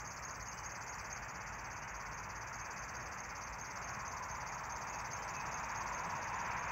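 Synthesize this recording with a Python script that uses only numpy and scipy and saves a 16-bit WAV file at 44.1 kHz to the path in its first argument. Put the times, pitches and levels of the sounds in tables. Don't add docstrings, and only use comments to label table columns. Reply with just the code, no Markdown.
import sys
import numpy as np
from scipy import signal
from scipy.fft import rfft, irfft
from scipy.io import wavfile
from scipy.ndimage import uniform_filter1d

SR = 44100
rng = np.random.default_rng(int(sys.argv[2]) if len(sys.argv) > 2 else 0)


def wav_record(signal):
    frames = np.transpose(np.atleast_2d(signal))
    bounded = np.clip(frames, -1, 1)
    quanta = np.round(bounded * 32767).astype(np.int16)
    wavfile.write(sys.argv[1], SR, quanta)


N = 295911
T = np.arange(N) / SR

# frequency_hz, gain_db
MIC_HISS_EQ = [(3000, -7), (7000, 25), (8400, 2), (10000, 4), (12200, -21), (13000, 0), (15000, -3),
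               (16000, -25)]
TYRE_ROAR_EQ = [(200, -28.5), (380, -21.5), (470, -15.5), (620, -10), (760, -7), (880, -3), (990, -3),
                (1120, -2.5), (1300, -7.5), (1800, -39), (3000, -74)]
ROAD_HISS_EQ = [(1500, -3), (2000, 4), (2450, 7), (2700, 2), (3000, -2), (3700, -0.5), (4200, -6.5),
                (6000, -3), (8000, -37), (12000, -33)]
ROAD_RUMBLE_EQ = [(22, -63), (33, -34), (43, -8), (50, 3.5), (64, -1.5), (80, -5), (115, -1.5), (160, -7.5),
                  (220, -12), (320, -18), (500, -19), (1200, -49)]
CAR_DRONE_EQ = [(40, -25), (90, -4.5), (150, 0), (210, -3.5), (330, -19.5), (1000, -51)]
WIND_EQ = [(200, -18.5), (400, -13), (700, -7.5), (1100, -8), (1400, 0.5), (1750, -1.5), (2150, -3.5),
           (2550, -8), (2800, -18.5), (3100, -25.5), (3600, -40.5), (5000, -55)]
RUSTLE_EQ = [(1500, -24), (2200, -1.5), (2600, -0.5), (2800, -7), (3100, -19), (4000, -32), (6000, -50)]
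# time_s, centre_hz, level_db
TREAD_BAND = [(0, 992, -65), (2, 976.6, -58.5), (3.801, 998.5, -60.5), (4.05, 1034, -48.5),
              (4.25, 1010, -50.5), (4.449, 920, -52), (4.85, 907.6, -50), (5.15, 900.5, -54.5),
              (5.6, 924.5, -50), (5.9, 997.3, -46), (6.25, 970, -45.5), (6.55, 979, -45.5),
              (6.71, 979, -48)]
# time_s, gain_db
BREEZE_RIDE = [(0.15, -51.5), (0.2, -51), (1.19, -49.5), (1.44, -49), (4.62, -50), (5.4, -48),
               (6.44, -46.5), (6.51, -45.5), (6.6, -46.5)]
# start_s, length_s, start_hz, end_hz, level_db
FAR_WHISTLES = [(.16, .1, 2540, 2330, -61), (.465, .055, 3150, 2750, -63), (.52, .05, 2830, 2880, -63),
                (.56, .06, 3080, 2950, -65), (1.78, .095, 2450, 3020, -62.5), (2.6, .09, 2600, 2460, -58),
                (2.71, .09, 2500, 2550, -60), (4.91, .09, 2640, 2580, -56), (5.18, .065, 3000, 3160, -64),
                (5.335, .105, 2700, 2535, -50), (5.5, .09, 2660, 2590, -60), (5.6, .08, 2560, 2460, -59)]

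BOUNCE_DELAYS = [.000628, .001264, .00262, .00428, .00604, .00675, .0105, .0187]
BOUNCE_GAINS = [0.21, 0.28, 0.3, 0.11, 0.074, 0.19, 0.07, 0.23]
# frequency_hz, gain_db
LEAF_EQ = [(4500, -8), (5600, -7), (6400, -3.5), (7500, -1), (13000, 0)]

# start_s, syllables_per_s
TRILL_TEMPO = [(-.011, 17.10), (1.158, 16.08), (1.283, 16.71), (1.642, 16.96), (3.175, 17.16),
               (3.758, 17.09), (5.63, 17.24), (6.095, 17.02)]
# start_s, cycles_per_s
LILT_RATE = [(-.056, 5.05), (.457, 4.6), (1.158, 4.79), (2.94, 4.71), (3.64, 4.43), (4.34, 4.89),
             (5.86, 4.29), (6.21, 4.93)]
# time_s, buzz_gain_db, low_whistle_gain_db, lilt_depth
SONG_EFFORT = [(0, -53, -39, 0.87), (.88, -53, -37.5, 1), (1.12, -53, -39, 1), (1.2, -55.3, -43, .5),
               (1.47, -55.3, -42.5, 0.13), (1.72, -55.5, -45, 0.97), (2.33, -55, -46, 0.75),
               (2.56, -54, -42, 1), (3.1, -54.3, -43.5, 0.98), (3.95, -53.7, -41, 1),
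               (4.5, -53.7, -41.5, .9), (4.95, -52.5, -39, 1), (5.9, -52.5, -40, 0.9),
               (6.15, -54, -41, 0.68), (6.7, -54.5, -41, 0.73)]
# onset_periods, gain_db, lowest_hz
BUZZ_SWEEPS = [(0, -3.5, 4900), (.97, -1, 4550), (1.94, -.3, 4300), (2.91, .5, 4100), (3.9, 1.2, 4000),
               (5, 2.1, 4100)]
# frequency_hz, gain_db
SWEEP_EQ = [(3900, -48), (4250, -9), (4500, -5), (4900, -1.5), (5250, -1.5), (5900, 3.5), (6300, 4),
            (6750, -3), (7300, -15.5), (8300, -47), (10200, -33.5), (11300, -25.5), (12200, -27.5),
            (12800, -22.5), (13600, -26.5)]
# time_s, gain_db
SHEEN_RIDE = [(0, 1), (1.12, 0), (1.22, -6), (2.3, -1), (3, 0), (4.5, 0.5), (6.7, 0)]
# frequency_hz, gain_db
OCTAVE_EQ = [(12400, -19), (13000, -17.5), (13700, -18), (14400, -15), (15400, -16)]


def undb(db):
    return 10 ** (np.asarray(db) / 20)


def unit(x):
    return x / np.sqrt(np.mean(x ** 2))


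def eq_gain(eq, hz):
    points_hz, db = np.transpose(eq)
    return undb(np.interp(np.log(np.maximum(hz, 1)), np.log(points_hz), db))


def automation(table, t):
    time_s, *columns = np.transpose(table)
    return [np.interp(t, time_s, column) for column in columns]


def cycles(table):
    time_s, rate = np.transpose(table)
    time_s = np.append(time_s, N / SR)
    return time_s, np.append(0, np.cumsum(np.diff(time_s) * rate))


def add(out, start_s, sound):
    at = int(round(start_s * SR)) + np.arange(len(sound))
    inside = (at >= 0) & (at < len(out))
    out[at[inside]] += sound[inside]


def noise(eq):
    return unit(irfft(rfft(rng.standard_normal(N)) * eq_gain(eq, np.fft.rfftfreq(N, 1 / SR)), N))


def drift(rate_hz):
    hold = int(SR / rate_hz)
    steps = np.repeat(rng.standard_normal(N // hold + 1), hold)
    return unit(uniform_filter1d(uniform_filter1d(steps, hold), hold)[:N])


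def reverb(sound, t60_s, rise_s, length_s):
    t = T[:int(length_s * SR)]
    tail = rng.standard_normal(len(t)) * (1 - np.exp(-t / rise_s)) * np.exp(-np.log(1000) * t / t60_s)
    return signal.fftconvolve(sound, tail / np.sqrt(np.sum(tail ** 2)))


def mic_hiss(level_db=-76):
    return noise(MIC_HISS_EQ) * undb(level_db)


def far_road(nearest_s=6.25, road_m=27.5, speed_m_s=19.1, trees_db_per_m=.07):
    distance_m = np.hypot(road_m, speed_m_s * (T - nearest_s))
    car_gain = road_m / distance_m
    trees_db = trees_db_per_m * (distance_m - road_m)
    roar = noise(TYRE_ROAR_EQ) * np.hypot(undb(-52.5), car_gain * undb(-47))
    hiss = noise(ROAD_HISS_EQ) * np.hypot(undb(-77.5), car_gain * undb(-64 - trees_db))
    rumble = noise(ROAD_RUMBLE_EQ) * undb(-54.7) + noise(CAR_DRONE_EQ) * car_gain * undb(-58)
    return roar + hiss + rumble


def tyre_song(width_hz=64):
    centre_hz, level_db = automation(TREAD_BAND, T)
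    window = np.exp(-(np.fft.fftfreq(N, 1 / SR) / (2 * width_hz)) ** 2)
    band = np.fft.ifft((rng.standard_normal(N) + 1j * rng.standard_normal(N)) * window)
    carrier = np.exp(2j * np.pi * np.cumsum(centre_hz) / SR)
    return undb(level_db) * unit(np.real(band * carrier))


def wind(trim_db=.17, flutter_db=.62, rustle_peak_db=-53, rustle_growth=4):
    breeze_db, = automation(BREEZE_RIDE, T)
    wash = noise(WIND_EQ) * undb(breeze_db + trim_db + flutter_db * drift(rate_hz=6))
    rustle = noise(RUSTLE_EQ) * undb(rustle_peak_db + rustle_growth * (breeze_db - breeze_db.max()))
    return wash + rustle


def far_bird(wet_db=-5, fall_bend=3.2, rise_bend=1.3):
    calls = np.zeros(N)
    for start_s, length_s, start_hz, end_hz, level_db in FAR_WHISTLES:
        progress = np.linspace(0, 1, int(length_s * SR))
        bend = fall_bend if start_hz > end_hz else rise_bend
        pitch_hz = end_hz + (start_hz - end_hz) * (1 - progress) ** bend
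        envelope = undb(level_db) * np.sin(np.pi * progress)
        add(calls, start_s, envelope * np.sin(2 * np.pi * np.cumsum(pitch_hz) / SR))
    return calls + undb(wet_db) * reverb(calls, t60_s=.65, rise_s=.024, length_s=1)[:N]


def thicket(song, twigs_db=-14, wood_db=-22):
    twigs = undb(twigs_db) * reverb(song, t60_s=.11, rise_s=.002, length_s=.2)[:N]
    wood = undb(wood_db) * reverb(song, t60_s=.7, rise_s=.037, length_s=1)[:N]
    blend = song + twigs + wood
    combed = blend.copy()
    for delay_s, gain in zip(BOUNCE_DELAYS, BOUNCE_GAINS):
        add(combed, delay_s, gain * blend)
    return combed


def down_sweep(eq_shift, fall_s_per_octave, lowest_hz, sheen_db, linger_s_per_octave=.0045, size=512):
    hz = np.fft.rfftfreq(size, 1 / SR)
    pitch_hz = np.clip(np.where(hz > 9000, hz / 2, hz), 3500, 7800)
    early_s = fall_s_per_octave * np.log2(pitch_hz / 5200)
    early_s += linger_s_per_octave * np.maximum(np.log2(pitch_hz / 6300), 0)
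    phase = -2 * np.pi * np.cumsum(size / 2 / SR - early_s) * SR / size
    low_cut = 1 / np.hypot(1, (lowest_hz / np.maximum(hz, 1)) ** 14)
    sheen = undb(sheen_db * ((hz > 9000) & (hz < 12000)))
    chirp = irfft(eq_gain(SWEEP_EQ, hz / eq_shift) * low_cut * sheen * np.exp(1j * phase))
    return chirp / np.sqrt(np.sum(chirp ** 2))


def whistle(pitch_hz, level_db, effort_db, width_s=.0021, slur=.04016):
    t = (T[:1024] - T[512]) / width_s
    fall = (np.logaddexp(0, -2 * t) - np.log(2)) / 2
    shake = unit(uniform_filter1d(rng.standard_normal(len(t)), size=36))
    quaver = .016 * (pitch_hz / 6300) ** 5 * shake
    phase = 2 * np.pi * np.cumsum(pitch_hz * (1 + slur * fall + quaver)) / SR
    tone = np.exp(-t ** 2 / 2) * undb(level_db) * np.sin(phase)
    octave = np.exp(-(t + 1) ** 2 / 4) * undb(effort_db) * np.sin(2 * phase)
    return tone + octave * eq_gain(OCTAVE_EQ, 2 * pitch_hz)


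def phrasing(low_hz=6400, rest_hz=6910, high_hz=7720, dwell=1.65, fade_db_per_khz=17):
    time_s, count = cycles(TRILL_TEMPO)
    beat_s = np.interp(np.arange(np.ceil(count[-1])), count, time_s)
    lilt = np.cos(2 * np.pi * np.interp(beat_s, *cycles(LILT_RATE)))
    effort_db, low_whistle_db, depth = automation(SONG_EFFORT, beat_s)
    late, quick, sharp, stray_db = rng.standard_normal((len(beat_s), 4)).T
    buzz_rate_hz = 269 + 8 * lilt + 4 * quick
    aim_hz = low_hz + (high_hz - low_hz) * ((1 + lilt) / 2) ** dwell
    whistle_hz = rest_hz + depth * (aim_hz - rest_hz) + 70 * sharp
    above_khz = np.maximum(whistle_hz - low_hz, 0) / 1000
    whistle_db = low_whistle_db - fade_db_per_khz * above_khz + stray_db
    return zip(beat_s + .0008 * late, buzz_rate_hz, effort_db, whistle_hz, whistle_db)


def warbler(buzz_trim_db=20, whistle_trim_db=-3, gap_s=.0106, uneven_db=1.5, preroll_s=.02):
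    direct, leaves = np.zeros(N), np.zeros(N)
    for start_s, buzz_rate_hz, effort_db, whistle_hz, whistle_db in phrasing():
        syllable = np.zeros(4096)
        sheen_db, = automation(SHEEN_RIDE, start_s)
        for onset_periods, step_db, lowest_hz in BUZZ_SWEEPS:
            bright, slow, loud = rng.standard_normal(3)
            chirp = down_sweep(1 + .024 * bright, .000893 * np.exp(.2 * slow), lowest_hz, sheen_db)
            chirp *= undb(buzz_trim_db + effort_db + step_db + uneven_db * loud)
            chirp_s = preroll_s + onset_periods / buzz_rate_hz
            add(syllable, chirp_s - len(chirp) / 2 / SR, chirp)
        pip = whistle(whistle_hz, whistle_db + whistle_trim_db, effort_db)
        add(syllable, chirp_s + gap_s - len(pip) / 2 / SR, pip)
        add(direct, start_s - preroll_s, syllable)
        add(leaves, start_s - preroll_s, reverb(syllable, t60_s=.15, rise_s=.0029, length_s=.2))
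    return direct + irfft(rfft(leaves) * eq_gain(LEAF_EQ, np.fft.rfftfreq(N, 1 / SR)), N)


def scene():
    return (thicket(warbler()) + far_bird() + far_road() + wind() + mic_hiss() + tyre_song())[None]


def record(dry):
    return signal.sosfilt(signal.ellip(10, .2, 70, 15650, fs=SR, output="sos"), dry)


dry = scene()
out = record(dry)
wav_record(out)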